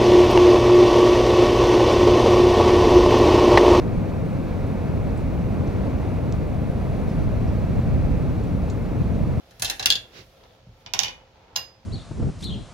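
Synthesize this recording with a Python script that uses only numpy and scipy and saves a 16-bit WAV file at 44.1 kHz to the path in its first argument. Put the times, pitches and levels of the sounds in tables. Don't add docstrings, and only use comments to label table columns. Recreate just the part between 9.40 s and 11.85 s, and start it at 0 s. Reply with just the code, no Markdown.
import sys
import numpy as np
from scipy import signal
from scipy.io import wavfile

SR = 44100
rng = np.random.default_rng(int(sys.argv[2]) if len(sys.argv) > 2 else 0)


def log_audio(samples):
    frames = np.atleast_2d(samples).T
    limited = np.clip(frames, -1, 1)
    pcm = np.round(limited * 32767).astype(np.int16)
    wavfile.write(sys.argv[1], SR, pcm)


N = 108045
TIME = np.arange(N) / SR

EDGES = np.concatenate([np.geomspace(22, 1400, 13)[:-1], np.geomspace(1400, 17000, 15)])
CENTRES = np.sqrt(EDGES[:-1] * EDGES[1:])
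BANK = [signal.butter(2, edge, "band", fs=SR, output="sos") for edge in zip(EDGES, EDGES[1:])]


def from_db(db):
    return 10 ** (np.asarray(db) / 20)


def unit(x):
    return x / np.sqrt(np.mean(x ** 2) + 1e-30)


def at_hz(points, hz):
    f, v = np.transpose(points)
    return np.interp(np.log(hz), np.log(f), v)


def level(points):
    return from_db(np.interp(TIME, *np.transpose(points)))


def sides(right_db):
    return from_db(np.array([[-.5], [.5]]) * right_db)


# f/Hz, share
BIAS_SHARE = [(250, 0), (700, -1.1), (1700, -.1), (3800, 0.48), (6500, 1), (10000, .3), (15000, .1)]


def strike_sides(right_db, hz):
    return sides(right_db * at_hz(BIAS_SHARE, hz))


def add(out, s, x):
    i = int(s * SR)
    out[:, i:i + x.shape[1]] += x[:, :N - i]


def band_gains(colour):
    gains = from_db(at_hz(colour, CENTRES)) * np.sqrt(np.diff(EDGES))
    return gains / np.linalg.norm(gains)


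# f/Hz, correlation
LIKENESS = [(50, 0.97), (130, 1), (300, 0.76), (700, 0.67), (1400, 0.086), (15000, 0)]


def noise_pair(hz, size):
    alike = np.clip(at_hz(LIKENESS, hz), -1, 1)
    mid, side = rng.standard_normal((2, size))
    return np.sqrt(1 + alike) * mid + np.sqrt(1 - alike) * side * np.array([[1], [-1]])


def coloured(colour):
    out = 0
    for gain, sos, hz in zip(band_gains(colour), BANK, CENTRES):
        out = out + gain * unit(signal.sosfilt(sos, noise_pair(hz, N)))
    return out


def resonate(x, hz, width_hz):
    r = np.exp(-np.pi * width_hz / SR)
    poles = [1, -2 * r * np.cos(2 * np.pi * hz / SR), r * r]
    return (1 - r * r) / 2 * signal.lfilter([1, 0, -1], poles, x)


RING_DB = -3
RING_ROOM_DB = -5
WALL_ECHO_S, WALL_ECHO_DB = .0104, -11
CONTACT_OF = {"chute": (7, .007, .5, 7), "joint": (13, .003, -1, 7), "tube": (12, .004, -2, 7),
              "bend": (14, .0025, .5, 7), "wheel": (17, .0025, 0.5, 15)}
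# t/s, relative level/dB, right-side bias/dB, bass tilt/dB, treble tilt/dB,
# ring level/dB relative to the strike, piece of track
STRIKES = [(0.108, -52.5, 3, 15, -5, -11, "chute"), (0.196, -40, -1, 9, 1.5, 0, "chute"),
           (0.2204, -21, 6, 6, 2, 3, "chute"), (0.2458, -23.5, 2, -6, -2.5, 3, "chute"),
           (0.2533, -24, 4, -20, -20, 10, "chute"), (0.2778, -32, 14, 8, -11.5, -3, "chute"),
           (0.2979, -21, 3, 2, -3, 8, "chute"), (0.3952, -26, 7, 10, -11, 9, "chute"),
           (0.4260, -26, 6, 2, -15, -4, "chute"), (0.4578, -12.5, 3, -2, 5, 0, "joint"),
           (0.502, -11, 0, -6.5, 0, 2.5, "tube"), (0.5229, -18.5, 3, -4, -2, 1, "tube"),
           (0.5538, -22.5, 2, -2, -4, 3, "tube"), (1.037, -57, 1, 20, -15, -6, "bend"),
           (1.4615, -37.5, 2.5, 8, -18, 3, "bend"), (1.5359, -21.5, 8, 6, 0, -2, "bend"),
           (1.5905, -16.5, 17, -4, -0.5, -9, "bend"), (1.615, -33, 4, 3, -8, 2, "bend"),
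           (1.6332, -22, 3, 0, -2, 4, "bend"), (1.646, -29, 3, 0, -4, 2, "bend"),
           (1.657, -33, 3, 0, -12, 3, "bend"), (1.6815, -32, 3, 7, -17, 4, "bend"),
           (2.1575, -32.5, -0.5, 7, 2.5, -3, "wheel"), (2.1611, -21, 6, -7, 5, 2, "wheel")]


def strikes():
    near, echoing = np.zeros((2, 2, N))
    for s, db, right_db, bass_db, treble_db, ring_db, piece in STRIKES:
        _, _, room_db, ring_right_db = CONTACT_OF[piece]
        hit = from_db(db) * clack(piece, right_db, bass_db, treble_db)
        ring = from_db(db + ring_db + RING_DB) * ringing(piece, ring_right_db)
        for sound, send_db in ((hit, room_db), (ring, room_db + RING_ROOM_DB)):
            add(near, s, sound)
            add(echoing, s, from_db(send_db) * sound)
        add(near, s + WALL_ECHO_S, from_db(WALL_ECHO_DB) * hit)
    return near + stairwell(echoing)


CRACK_RISE_S, RIGHT_LEADS_S = .00027, .00025
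ARRIVALS_PER_S, HISS_DB = 2200, -9
SHELL_DB, SHELL_S = -14, .01
CLACK_DB = -2.5
# f/Hz of the points, then relative level/dB per Hz at each point
COLOUR_HZ = [200, 480, 830, 1250, 1700, 2150, 3200, 4200, 5200, 6400, 8400, 10700, 13200, 15300]
COLOUR = { "chute": [-13, -12, -8.5, -12, -2.5, -4, 1.5, 2, 2, 2, -9, 1.5, -17, -9.5], "joint": [-17, -14,
          -15, -15, -11, -9, 1.5, -2, -2, -8, -26, -14, -26, -21], "tube": [-20, -15, -16, -21, -10.5, -17,
          2.5, 2.5, -6, -7, -27, -16, -28, -23], "bend": [-16.5, -15.5, -9.5, -13.5, -11, -7, 1, -1, -1, -1,
          -34, -12, -24.5, -19], "wheel": [-22, -9.5, -4.5, -7, -6, -6, 2, 2, 0, -1, -34, -17, -33, -18.5]}


def clack(piece, right_db, bass_db, treble_db):
    t = TIME[:SR // 10]
    click_db, crack_s, _, _ = CONTACT_OF[piece]
    decay = np.exp(-t / crack_s) + from_db(SHELL_DB) * np.exp(-t / SHELL_S)
    envelope = (1 - np.exp(-t / CRACK_RISE_S)) * decay

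    share = ARRIVALS_PER_S / SR
    arrivals = rng.random((2, len(t))) < share
    fronts = envelope * arrivals * rng.choice([-1, 1], (2, len(t))) / np.sqrt(share)
    fronts[0, int((CRACK_RISE_S + RIGHT_LEADS_S) * SR)] = from_db(click_db)
    fronts[1, int(CRACK_RISE_S * SR)] = from_db(click_db)
    hiss = from_db(HISS_DB) * envelope * rng.standard_normal(len(t))
    crack = shell(fronts + hiss, piece)

    tilt_db = at_hz([(900, bass_db), (3000, 0), (5000, 0), (9500, treble_db)], CENTRES)
    gains = band_gains(list(zip(COLOUR_HZ, COLOUR[piece]))) * from_db(tilt_db)
    out = 0
    for k, (gain, sos, hz) in enumerate(zip(gains, BANK, CENTRES)):
        band = signal.sosfilt(sos, crack * (-1) ** k)
        balanced = np.array([unit(channel) for channel in band])
        out = out + gain * strike_sides(right_db, hz) * balanced
    return out * from_db(CLACK_DB) / np.sqrt(10)


SHELL_BOOST_DB, SHELL_WIDTH_HZ = 7, 170
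MODES_OF = { "chute": [(815, -23, .11), (1660, -25, .05), (2690, -15.5, .13), (3160, -23, .09),
            (3568, -14, .12), (3945, -11, .075), (4035, -13, .07)], "joint": [(2770, -5, .09),
            (3400, -14, .09), (3530, -10, .05), (3935, -13, .07), (4660, -15, .05), (4965, -11, .06),
            (5620, -11, .04)], "tube": [(1630, -24, .14), (2765, -14, .14), (3278, -16, .2),
            (3381, -13, .24), (3465, -13, .25), (3530, -2, .04), (4110, -3.5, .04), (4400, -18, .14),
            (4700, -10, .03), (6700, -23, .07)], "bend": [(845, -22, .25), (2211, -19, .2),
            (2435, -14, .23), (2750, -16, .15), (2975, -10.5, .29), (3032, -17, .22), (3440, -16, .16),
            (3700, -16, .15), (4560, -16, .16), (5600, -21, .06)], "wheel": [(2778, -13, .16),
            (2815, -11, .2), (3970, -19, .05), (4969, -5, .34), (6550, -21, .03), (12140, -14, .18),
            (12230, -17, .15), (15390, -26, .12)]}


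def shell(x, piece):
    peaks = sum(resonate(x, hz, SHELL_WIDTH_HZ) for hz, _, _ in MODES_OF[piece])
    return x + from_db(SHELL_BOOST_DB) * peaks


RING_SCATTER_DB = 1.5


def ringing(piece, right_db):
    t, out = TIME[:SR // 2], 0
    for hz, db, t60 in MODES_OF[piece]:
        strength = from_db(db + RING_SCATTER_DB * rng.normal() - 60 * t / t60)
        tone = np.sin(2 * np.pi * (hz * t + rng.random((2, 1))))
        out = out + strength * strike_sides(right_db, hz) * tone
    return out * (1 - np.exp(-t / CRACK_RISE_S))


ROOM_DELAY_S, ROOM_BUILD_S = .0017, .002
# f/Hz, t60/s
ROOM_T60 = [(200, .4), (800, 0.21), (2000, 0.28), (5000, 0.22), (10000, 0.31), (15000, .22)]
# f/Hz, level/dB
ROOM_DB = [(200, 2), (800, 1.5), (2000, .5), (3500, -8), (6000, -10), (10000, -10.5), (15000, -10)]


def stairwell(x):
    t, response = np.maximum(TIME[:SR // 2] - ROOM_DELAY_S, 0), 0
    for sos, hz, width in zip(BANK, CENTRES, np.diff(EDGES)):
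        fade = np.exp(-np.log(1000) * t / at_hz(ROOM_T60, hz)) * (1 - np.exp(-t / ROOM_BUILD_S))
        band = unit(signal.sosfilt(sos, fade * noise_pair(hz, len(t))))
        response = response + band * from_db(at_hz(ROOM_DB, hz)) * np.sqrt(2 * width / SR / len(t))
    return signal.fftconvolve(x, response, axes=1)[:, :N]


TRACK_CHANGE_S, ROLL_GRAINS_PER_S, GRAIN_SPREAD_DB, ROLL_TOP_HZ = 1.3, 2400, 2.5, 5500
# t/s, level/dB
ROLL = [(0, -59), (.2, -59), (.65, -55.5), (.9, -63.5), (1.03, -55), (1.25, -64), (1.45, -60), (1.8, -53.5),
        (1.9, -61.5), (1.97, -56.5), (2.12, -55), (2.25, -55), (2.45, -65.5)]
# f/Hz, width/Hz, relative level/dB on the upper track, on the lower track
ROLL_BODY = [(380, 270, -0.5, -7), (490, 80, 0, -4), (660, 120, -1, -8), (840, 160, -17, 1),
             (1330, 59, -7.5, -9), (2300, 700, -15.5, -8), (3400, 470, -5.5, -11.5)]


def rolling():
    contacts = rng.random(N) < ROLL_GRAINS_PER_S / SR
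    grains = contacts * from_db(GRAIN_SPREAD_DB * np.minimum(rng.exponential(1, N), 4))
    out = 0
    for hz, width_hz, upper_db, lower_db in ROLL_BODY:
        tone = unit(resonate(grains * noise_pair(hz, N), hz, width_hz))
        out = out + tone * level([(TRACK_CHANGE_S - .1, upper_db), (TRACK_CHANGE_S + .1, lower_db)])
    dulled = signal.sosfilt(signal.butter(4, ROLL_TOP_HZ, fs=SR, output="sos"), out)
    return unit(dulled) * level(ROLL)


BUMP_RISE_S = .004
# t/s, relative level/dB
BUMPS = [(.11, -51.5), (0.196, -42), (0.227, -38.5), (.40, -45), (0.46, -41.5), (0.553, -42), (0.786, -46),
         (1.006, -55.5), (1.265, -42), (1.458, -50.5), (1.545, -45.5), (1.619, -42.5), (2.17, -47.5)]
# f/Hz, relative level/dB, t60/s
STAIR_MODES = [(42.5, -5.5, 0.6), (71, -4.5, 0.3), (97.3, -2.5, .25), (114.6, 2, .3), (178, -1, .16),
               (231.6, -7, 0.093)]


def bumps():
    t, out = TIME[:SR // 2], np.zeros((2, N))
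    for s, db in BUMPS:
        for hz, mode_db, t60 in STAIR_MODES:
            fade = np.exp(-np.log(1000) * t / t60) * (1 - np.exp(-t / BUMP_RISE_S))
            tone = np.sin(2 * np.pi * (hz * t + rng.random((1, 1))))
            add(out, s, from_db(db + mode_db) * fade * tone)
    return out


SCUFF_AT_S, SCUFF_WIDTH_S, SCUFF_DB, SCUFF_RIGHT_DB = .7817, .032, -44, 5.5
# f/Hz, relative level/dB per Hz
SCUFF_COLOUR = [(60, -7), (220, 3.5), (420, 6.5), (650, -7.5), (1200, -4), (2000, 0.5), (3300, -0.5),
                (6000, -4.5), (8000, -30), (15000, -23)]
# t/s, level/dB before it is leaned to the right
RUSTLE = [(0, -68), (.4, -53.5), (.65, -66), (.85, -62.5), (1.16, -71), (1.24, -85), (1.41, -67),
          (1.55, -84.5), (2.45, -94.5)]
# f/Hz, relative level/dB per Hz
RUSTLE_COLOUR = [(300, -19.5), (2000, 4.5), (5500, 3.5), (8000, -9.5), (12000, -0.5), (15500, -6.5)]


def rubbing():
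    swell = np.exp(-.5 * ((TIME - SCUFF_AT_S) / SCUFF_WIDTH_S) ** 2)
    scuff = from_db(SCUFF_DB) * swell * sides(SCUFF_RIGHT_DB) * coloured(SCUFF_COLOUR)
    rustle = level(RUSTLE) * sides(right_db=2.5) * coloured(RUSTLE_COLOUR)
    return scuff + rustle


HUM_HZ, HUM_DB, FLOOR_DB = 529, -66, -56.5
# f/Hz, relative level/dB per Hz
FLOOR_COLOUR = [(25, -17.5), (43, 5.5), (55, -12), (70, -4), (90, -1), (125, -7), (250, -16), (550, -15.5),
                (1200, -25), (2500, -25), (4000, -26), (6300, -32), (8000, -49), (15000, -46)]


def quiet_house():
    hum = from_db(HUM_DB) * unit(np.sin(2 * np.pi * HUM_HZ * TIME))
    return hum + from_db(FLOOR_DB) * sides(right_db=1.5) * coloured(FLOOR_COLOUR)


def scene():
    return strikes() + rolling() + bumps() + rubbing() + quiet_house()


LOW_CUT_HZ, CUTOFF_HZ = 36, 15900


def record(dry):
    thinned = signal.sosfilt(signal.butter(4, LOW_CUT_HZ, "high", fs=SR, output="sos"), dry)
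    overloaded = np.clip(thinned, -1, 1)
    return signal.sosfilt(signal.ellip(10, .2, 80, CUTOFF_HZ, fs=SR, output="sos"), overloaded)


dry = scene()
out = record(dry)
log_audio(out)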